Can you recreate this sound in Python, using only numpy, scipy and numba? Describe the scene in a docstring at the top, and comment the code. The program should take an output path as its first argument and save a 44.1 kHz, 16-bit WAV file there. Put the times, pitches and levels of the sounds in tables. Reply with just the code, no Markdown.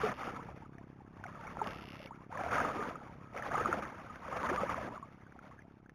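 """Water sloshes and bubbles around the legs of an angler wading through calm shallows: swarms of gliding sines.
A single-cylinder boat engine thuds far across the water as shaped puffs, over a distant wash of coloured noise.
Line is pulled off a reel twice: its drag ratchet clicks as struck resonances. Wavelets slap a leg.
A chest camera in a plastic housing hears it all, sampling at 8 kHz; its straight-line upsampling
leaves mirror images of the sound above 4 kHz."""
import sys
import numpy as np
from scipy import signal
from scipy.fft import rfft, irfft, next_fast_len
from scipy.io import wavfile
from scipy.ndimage import uniform_filter1d
from numba import njit

SR = 44100
rng = np.random.default_rng(int(sys.argv[2]) if len(sys.argv) > 2 else 0)


def decibels_to_gain(level_db):
    """Convert a level in decibels to a linear amplitude gain (20 dB per decade)."""
    exponent = np.asarray(level_db, float) / 20
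    return 10 ** exponent


def generate_wav(sig):
    """Save sig (samples, or channels by samples) to the path in sys.argv[1] as 16-bit PCM at SR."""
    pcm = np.round(np.clip(np.atleast_2d(sig).T, -1, 1) * 32767).astype(np.int16)
    wavfile.write(sys.argv[1], SR, pcm)


N = 262042  # length in samples, just under 6 s

# how hard the legs stir the water: time_s, level_db
STIR = [(0, -35), (0.128, -39), (0.131, -50.5), (.185, -50), (.205, -42.5), (.374, -49.5), (.518, -59),
        (.758, -66.5), (1.1, -66.5), (1.242, -55.5), (1.562, -49), (1.68, -45), (1.75, -49.5), (1.82, -55),
        (2.06, -58.5), (2.12, -63.5), (2.288, -67.5), (2.32, -50), (2.378, -44), (2.49, -41.5),
        (2.54, -34.5), (2.7, -39), (2.92, -49), (3.07, -59), (3.29, -60.5), (3.39, -46.5), (3.55, -39),
        (3.7, -38.5), (3.84, -45.5), (3.93, -52.5), (4.16, -54.5), (4.31, -44.5), (4.45, -38),
        (4.58, -38.5), (4.65, -42), (4.82, -41.5), (4.89, -50), (5.11, -63.5), (5.29, -68), (5.49, -62.5),
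        (5.94, -76.5)]
# swarms of bubbles, large to small: low_hz, high_hz, bubbles_per_s, length_cycles, size_spread_db,
# rush_share (0 to 1, the part that is smooth noise)
GURGLE = (190, 520, 450, 5, 3.5, .2)
SLOSH = (450, 1700, 850, 12, 3.5, .15)
SPRAY = (1500, 3900, 2500, 9, 3.5, .25)
# scattered larger bubbles, same columns as the swarms
PLOP = (450, 1726, 60, 9.1, 1.8, .01)
# how a swarm follows the stir: level_db when the stir is at -40 dB, slope_db per dB of stir, lag_s
GURGLE_FOLLOWS = (-46.5, 0.94, .07)
SPRAY_FOLLOWS = (-50.5, 0.86, 0.0017)
PLOP_FOLLOWS = (-49.5, 0.79, 0.0066)
# far engine, firings counted up over time: time_s, firings
FIRINGS = [(0, -.39), (3.4, 114.26), (6, 201.7)]
# loudness of the far engine: time_s, level_db
ENGINE_LEVEL = [(0, -54), (.6, -53.5), (1.2, -56), (1.8, -53), (2.3, -56), (3.1, -56), (4.1, -58),
                (5.1, -58), (5.5, -60.5), (5.94, -60.5)]
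# resonances of the engine's exhaust: pitch_hz, width_hz, level_db
EXHAUST = [(71, 92, -11), (181, 460, -3.5), (367, 1000, 8), (420, 160, -15)]
# tone of the far wash and air (only the shape counts): pitch_hz, level_db
SHORE_TONE = [(18, -25), (30, -10), (108, 3.5), (195, -1), (300, -18.5), (519, -13), (882, -11.5),
              (1250, -28.5), (3900, -67), (5070, -69), (8580, -120)]
# single bubbles that stand out: start_s, peak_db, first_hz, last_hz, length_ms
BUBBLES = [(.033, -22, 441, 417, 37), (0.049, -40, 1344, 1374, 28), (.115, -36, 700, 634, 6.2),
           (.2, -52, 1100, 1420, 13), (.233, -32, 1110, 1250, 3.8), (0.276, -30.5, 407, 330, 5.6),
           (.289, -42.5, 1435, 1250, 15), (.389, -41, 853, 1290, 21), (.487, -38.5, 725, 800, 7.2),
           (.621, -47, 900, 895, 15), (0.656, -54, 1250, 1170, 12), (.785, -51.5, 670, 700, 21),
           (.811, -60, 955, 1150, 24), (.783, -47.5, 1770, 1780, 4), (1.004, -49.5, 865, 760, 18),
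           (1.21, -44, 880, 870, 5.7), (1.238, -39, 1530, 1430, 10), (1.254, -38, 793, 646, 15),
           (1.264, -42.5, 2100, 2190, 3.5), (1.354, -49.5, 1330, 1250, 9), (1.39, -47.5, 915, 920, 29),
           (1.45, -41, 840, 880, 15), (1.469, -46, 2260, 2190, 13), (1.477, -42, 1580, 1350, 4.4),
           (1.57, -29, 840, 800, 2.6), (1.589, -41, 1360, 1370, 17), (1.615, -35, 420, 420, 31),
           (1.615, -23.5, 890, 860, 10), (1.663, -33.5, 620, 590, 11), (2.001, -39.5, 604, 596, 11),
           (2.049, -41, 540, 525, 15), (2.072, -49, 2260, 2230, 8.6), (2.108, -37.5, 830, 1047, 9.1),
           (2.116, -49, 940, 1490, 22), (2.185, -56, 865, 1087, 28), (2.214, -52, 1040, 1060, 12),
           (2.298, -47.5, 627, 1190, 55), (2.325, -34, 880, 920, 6.8), (2.34, -42.5, 505, 640, 56),
           (2.353, -35, 1030, 1160, 9.6), (2.372, -41, 990, 1030, 26), (2.373, -35, 1790, 1590, 7.3),
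           (2.39, -32, 700, 760, 13), (2.408, -30, 804, 750, 15), (2.437, -28.5, 653, 685, 11),
           (2.462, -27.5, 666, 730, 9.8), (2.515, -37, 1400, 1290, 8.1), (2.555, -25, 1530, 1190, 2.7),
           (2.581, -30, 1227, 1240, 16), (2.602, -23, 1370, 1410, 2.1), (2.647, -32, 1370, 1370, 5),
           (2.774, -42, 1236, 1167, 102), (2.792, -29.5, 452, 404, 18), (2.826, -28, 1300, 1400, 1.8),
           (2.908, -33.5, 690, 686, 8.4), (2.955, -38.5, 1270, 1250, 6.8), (3.015, -46, 810, 860, 19),
           (3.095, -49, 877, 950, 19), (3.344, -38, 694, 715, 12), (3.35, -39.5, 401, 768, 45),
           (3.376, -35.5, 2230, 2040, 2.1), (3.423, -33.5, 1750, 1800, 5.4), (3.51, -34, 716, 640, 20),
           (3.543, -25.5, 647, 960, 8.5), (3.55, -31, 1293, 1057, 25), (3.577, -28, 373, 500, 8.9),
           (3.595, -34.5, 1225, 1410, 30), (3.612, -21.5, 514, 430, 4.8), (3.657, -23.5, 1170, 1230, 5.7),
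           (3.686, -27.5, 374, 342, 19), (3.727, -23.5, 1350, 1390, 5.7), (3.784, -34, 750, 690, 11),
           (3.824, -36, 1300, 1180, 5.5), (3.852, -34.5, 1700, 1750, 3.1), (4.096, -45.5, 1250, 1243, 26),
           (4.158, -47, 1500, 1770, 4.6), (4.24, -45, 700, 1160, 17), (4.281, -33, 1210, 1060, 2.2),
           (4.284, -36.5, 505, 563, 16), (4.317, -44, 1165, 1455, 50), (4.434, -34, 458, 477, 7.3),
           (4.436, -30.5, 927, 1136, 19.4), (4.466, -32.5, 1330, 1290, 7.2), (4.484, -38, 1250, 1190, 24),
           (4.513, -27, 377, 357, 23), (4.574, -32.5, 1225, 1096, 34), (4.633, -21.5, 512, 573, 11.4),
           (4.693, -28.5, 1100, 1250, 8.2), (4.743, -27.5, 1090, 1150, 3.8), (4.771, -39, 714, 532, 59),
           (4.953, -49, 1330, 980, 29), (4.81, -38, 1030, 1210, 7.9), (4.977, -38, 1130, 990, 6.2),
           (5.026, -39, 1070, 1144, 14), (5.265, -53.5, 1540, 1480, 11), (5.322, -49, 1820, 1090, 5.2),
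           (5.361, -45.5, 776, 730, 7.7), (5.39, -43.5, 1500, 1350, 4), (5.489, -54, 472, 1040, 36),
           (5.511, -51.5, 1015, 1250, 21), (5.59, -47.5, 1670, 1720, 8.3), (5.619, -56, 2100, 1980, 6.6),
           (5.86, -54.5, 1440, 1740, 6.8), (5.895, -52, 1750, 1730, 5.1)]
# line pulled off the spool: loudness_db, then a list of time_s, ratchet_teeth passed
PULLS = [(-4, [(.1405, 0), (.1965, 6), (.218, 8), (.2436, 10), (.2605, 11), (.2855, 12), (.294, 13)]),
         (0, [(1.642, 0), (1.672, 1), (1.707, 3), (1.8234, 12), (1.9198, 18), (2.0409, 28), (2.0595, 29)])]
# resonances of the reel's spool: pitch_hz, width_hz, level_db
REEL = [(2750, 280, 3), (3600, 900, -7), (2250, 350, -7)]
# wavelets slapping a leg: start_s, peak_db
SLAPS = [(0.783, -48), (1.24, -34), (1.659, -46), (2.436, -29.5), (2.582, -31), (2.603, -38), (2.645, -44),
         (2.955, -48), (3.541, -29), (3.824, -31.5), (4.158, -35.5), (4.282, -51), (4.371, -26),
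         (4.431, -27), (4.446, -28), (4.468, -29), (4.561, -22), (4.628, -35), (4.7, -26), (5.895, -44)]
# broad ring of a slap: pitch_hz, width_hz, level_db
LEG = [(1250, 1350, -8.5), (2200, 2150, -1.5), (550, 390, 5.5)]
# tone of the camera's plastic housing: pitch_hz, gain_db
HOUSING = [(30, 3), (150, 2), (500, -4.5), (950, -0.5), (1270, -1), (1650, 0), (2200, 4), (3000, -2.5),
           (3800, -1)]


def level(x, db):
    """Scale a sound to an average (rms) level in dB."""
    return x * decibels_to_gain(db) / np.sqrt(np.mean(x ** 2))


def curve(table):
    """Join the points of a table by straight lines in time."""
    s, value = np.transpose(table)
    return np.interp(np.arange(N) / SR, s, value)


def colour(x, table):
    """Shape the tone by points of pitch and dB, joined on a log pitch scale."""
    hz, db = np.transpose(table)
    size = next_fast_len(N)
    bins = np.maximum(np.arange(size // 2 + 1) * SR / size, 1)
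    gain = decibels_to_gain(np.interp(np.log(bins), np.log(hz), db))
    return irfft(rfft(x, size) * gain, size)[:N]


def resonate(x, modes):
    """Ring several resonances side by side; every second one is turned upside down."""
    out = 0
    for k, (hz, width, db) in enumerate(modes):
        b, a = signal.iirpeak(hz, hz / width, SR)
        out = out + (-1) ** k * decibels_to_gain(db) * signal.lfilter(b, a, x)
    return out


def band(x, low_hz, high_hz):
    """Keep only the sound between two pitches."""
    return signal.sosfilt(signal.butter(2, [low_hz, high_hz], "band", fs=SR, output="sos"), x)


def walk(rate):
    """Wander between random levels, rate of them per second; their spread is a little under 1."""
    hold = int(SR / rate)
    steps = np.repeat(rng.standard_normal(N // hold + 1), hold)
    return uniform_filter1d(steps, hold)[:N]


@njit
def ring(start, size, first, last, length, count):
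    """Bubbles: each sine swells fast, glides from first to last Hz and a little beyond, and dies away."""
    out = np.zeros(count)
    for k in range(len(start)):
        phase, span = 0., length[k] * SR
        for i in range(int(2.5 * span)):
            at = int(start[k] * SR) + i
            if 0 <= at < count:
                swell = 2.2 * (1 - np.exp(-6 * i / span))
                fade = np.exp(-2.3 * i / span)
                out[at] += size[k] * swell * fade * np.sin(phase)
            hz = first[k] + (last[k] - first[k]) * min(i / span, 1.3)
            phase += 2 * np.pi * hz / SR
    return out


def swarm(low_hz, high_hz, rate, cycles, spread_db, rush_share):
    """Random bubbles, a few large among many small, over a smooth rush of noise."""
    when, pitch, luck, life, rise = rng.random((int(rate * N / SR), 5)).T
    hz = low_hz * (high_hz / low_hz) ** pitch
    size = decibels_to_gain(-spread_db * np.log(luck + .02))
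    last_hz = hz * (0.9215 + .4 * rise)
    length_s = cycles * (.5 + life) / hz
    pops = level(ring(when * N / SR, size, hz, last_hz, length_s, count=N), 0)
    rush = level(band(rng.standard_normal(N), low_hz, high_hz), 0)
    return level((1 - rush_share) * pops + rush_share * rush, 0)


def follow(at_40_db, slope, lag_s):
    """Gain of a swarm that trails the stir and swings less than it when slope is below 1."""
    s, db = np.transpose(STIR)
    later = s + np.where(s < .14, 0, lag_s)  # the sudden drop near 0.13 s is not delayed
    stir_db = np.interp(np.arange(N) / SR, later, db)
    return decibels_to_gain(at_40_db + slope * (stir_db + 40))


def strikes(table, modes, decay_s, rattle):
    """Each tick, with a short noisy tail, sets the resonances ringing."""
    s, db = np.transpose(table)
    ticks = np.zeros(N)
    ticks[(s * SR).astype(int)] = decibels_to_gain(db)
    fade = signal.lfilter([1], [1, -np.exp(-1 / (decay_s * SR))], ticks)
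    tail = fade * rng.standard_normal(N)
    one_tick_peak = np.abs(resonate(signal.unit_impulse(SR // 10), modes)).max()
    return resonate(ticks + rattle * tail, modes) / one_tick_peak


def stirred_water():
    """Bubble swarms and a low push of water follow the stir; a shared flicker roughens three of the swarms."""
    stir_db = curve(STIR)
    opening = np.arange(N) < STIR[2][0] * SR  # up to the sudden drop in level
    slosh = decibels_to_gain(stir_db) * swarm(*SLOSH)
    gurgle = follow(*GURGLE_FOLLOWS) * swarm(*GURGLE)
    spray = follow(*SPRAY_FOLLOWS) * swarm(*SPRAY) * decibels_to_gain(2.5 * opening)  # the spray is brighter until the sudden drop
    flicker = decibels_to_gain(2.3 * walk(45) + 1.2 * walk(12))
    plops = follow(*PLOP_FOLLOWS) * swarm(*PLOP)
    push = level(band(rng.standard_normal(N), 55, 220), -30) * decibels_to_gain(0.56 * stir_db)
    return flicker * (slosh + gurgle + spray) + plops + push


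def engine():
    """One soft puff a firing, uneven in size and time: a dip, then a push, then the ring of the exhaust."""
    count = curve(FIRINGS) - .02
    at = np.flatnonzero(np.diff(np.floor(count)))
    late, loud = rng.standard_normal((len(at), 2)).T
    pulses = np.zeros(N)
    place = at + (.0003 * SR * late).astype(int)
    pulses[np.clip(place, 0, N - 1)] = decibels_to_gain(1.6 * loud)
    ms = np.arange(-400, 401) / SR * 1000
    push = np.exp(-((ms - .5) / 0.57) ** 2)
    dip = 0.65 * np.exp(-((ms + 1.24) / 0.69) ** 2)
    thud = np.convolve(pulses, push - dip, "same")
    exhaust = level(resonate(thud, EXHAUST), -8.5)
    return level(level(thud, 0) + exhaust, 0) * decibels_to_gain(curve(ENGINE_LEVEL))


def shore():
    """Distant wash: coloured noise that drifts slowly in level around a faint average."""
    wash = level(colour(rng.standard_normal(N), SHORE_TONE), -63)
    return wash * decibels_to_gain(2.5 * walk(3))


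def single_bubbles():
    """Bubbles that stand out, each a gliding sine that dies away."""
    s, db, first_hz, last_hz, ms = np.transpose(BUBBLES)
    return ring(s, decibels_to_gain(db), first_hz, last_hz, ms / 1000, count=N)


def pull(loud_db, table):
    """Each ratchet tooth ticks, rattles and rings the spool; line and drag washers hiss as it turns."""
    tick_db, slower_db, scatter_db = -40, 3.5, 2  # at 12.5 ms spacing, per octave slower, random; before loud_db
    fade_s = .03
    s, teeth = np.transpose(table)
    number = np.arange(int(teeth[-1]) + 1)
    at = np.interp(number, teeth, s)
    uneven, jitter = rng.standard_normal((len(number), 2)).T
    octaves_slower = np.log2(np.gradient(at) / .0125)
    db = tick_db + slower_db * octaves_slower + scatter_db * uneven  # a slower tooth lifts the pawl further
    clicks = strikes(np.transpose([at + .0004 * jitter, db]), REEL, .0022, .06)
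    running = np.interp(np.arange(N) / SR, [s[0] - fade_s, s[1], s[-1], s[-1] + fade_s], [0, 1, 1, 0])
    rub = level(band(rng.standard_normal(N), 1900, 4500), -61)
    hiss = rub * running * decibels_to_gain(3 * walk(150))
    return decibels_to_gain(loud_db) * (clicks + hiss)


def reel():
    """Every pull on the line, one after the other."""
    return sum(pull(*row) for row in PULLS)


def slaps():
    """Wavelets slap a leg: ticks with a noisy tail set off a broad ring."""
    return strikes(SLAPS, LEG, decay_s=.007, rattle=.06)


def scene():
    """All sources together, as they reach the housing."""
    return (stirred_water() + engine() + shore() + single_bubbles() + reel() + slaps())[None]


def top_cut(x):
    """Nothing passes above the cut-off."""
    return signal.sosfilt(signal.butter(12, 15940, fs=SR, output="sos"), x)


def record(dry):
    """The housing colours the sound; 8 kHz sampling and straight-line upsampling leave mirror images."""
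    cavity = resonate(dry[0], [(1290, 190, 0.7)])  # air cavity at the microphone port
    housed = colour(dry[0] + cavity, HOUSING)
    low_pass = signal.cheby1(6, .5, 3900, fs=SR, output="sos")  # anti-alias filter
    slow = signal.resample_poly(signal.sosfilt(low_pass, housed), 80, 441)  # down to 8 kHz
    joined = np.interp(np.arange(6 * len(slow)) / 6, np.arange(len(slow)), slow)  # straight lines, 48 kHz
    finished = signal.resample_poly(joined, 147, 160)[None, :N]  # to 44.1 kHz
    return top_cut(finished)


dry = scene()
out = record(dry)
generate_wav(out)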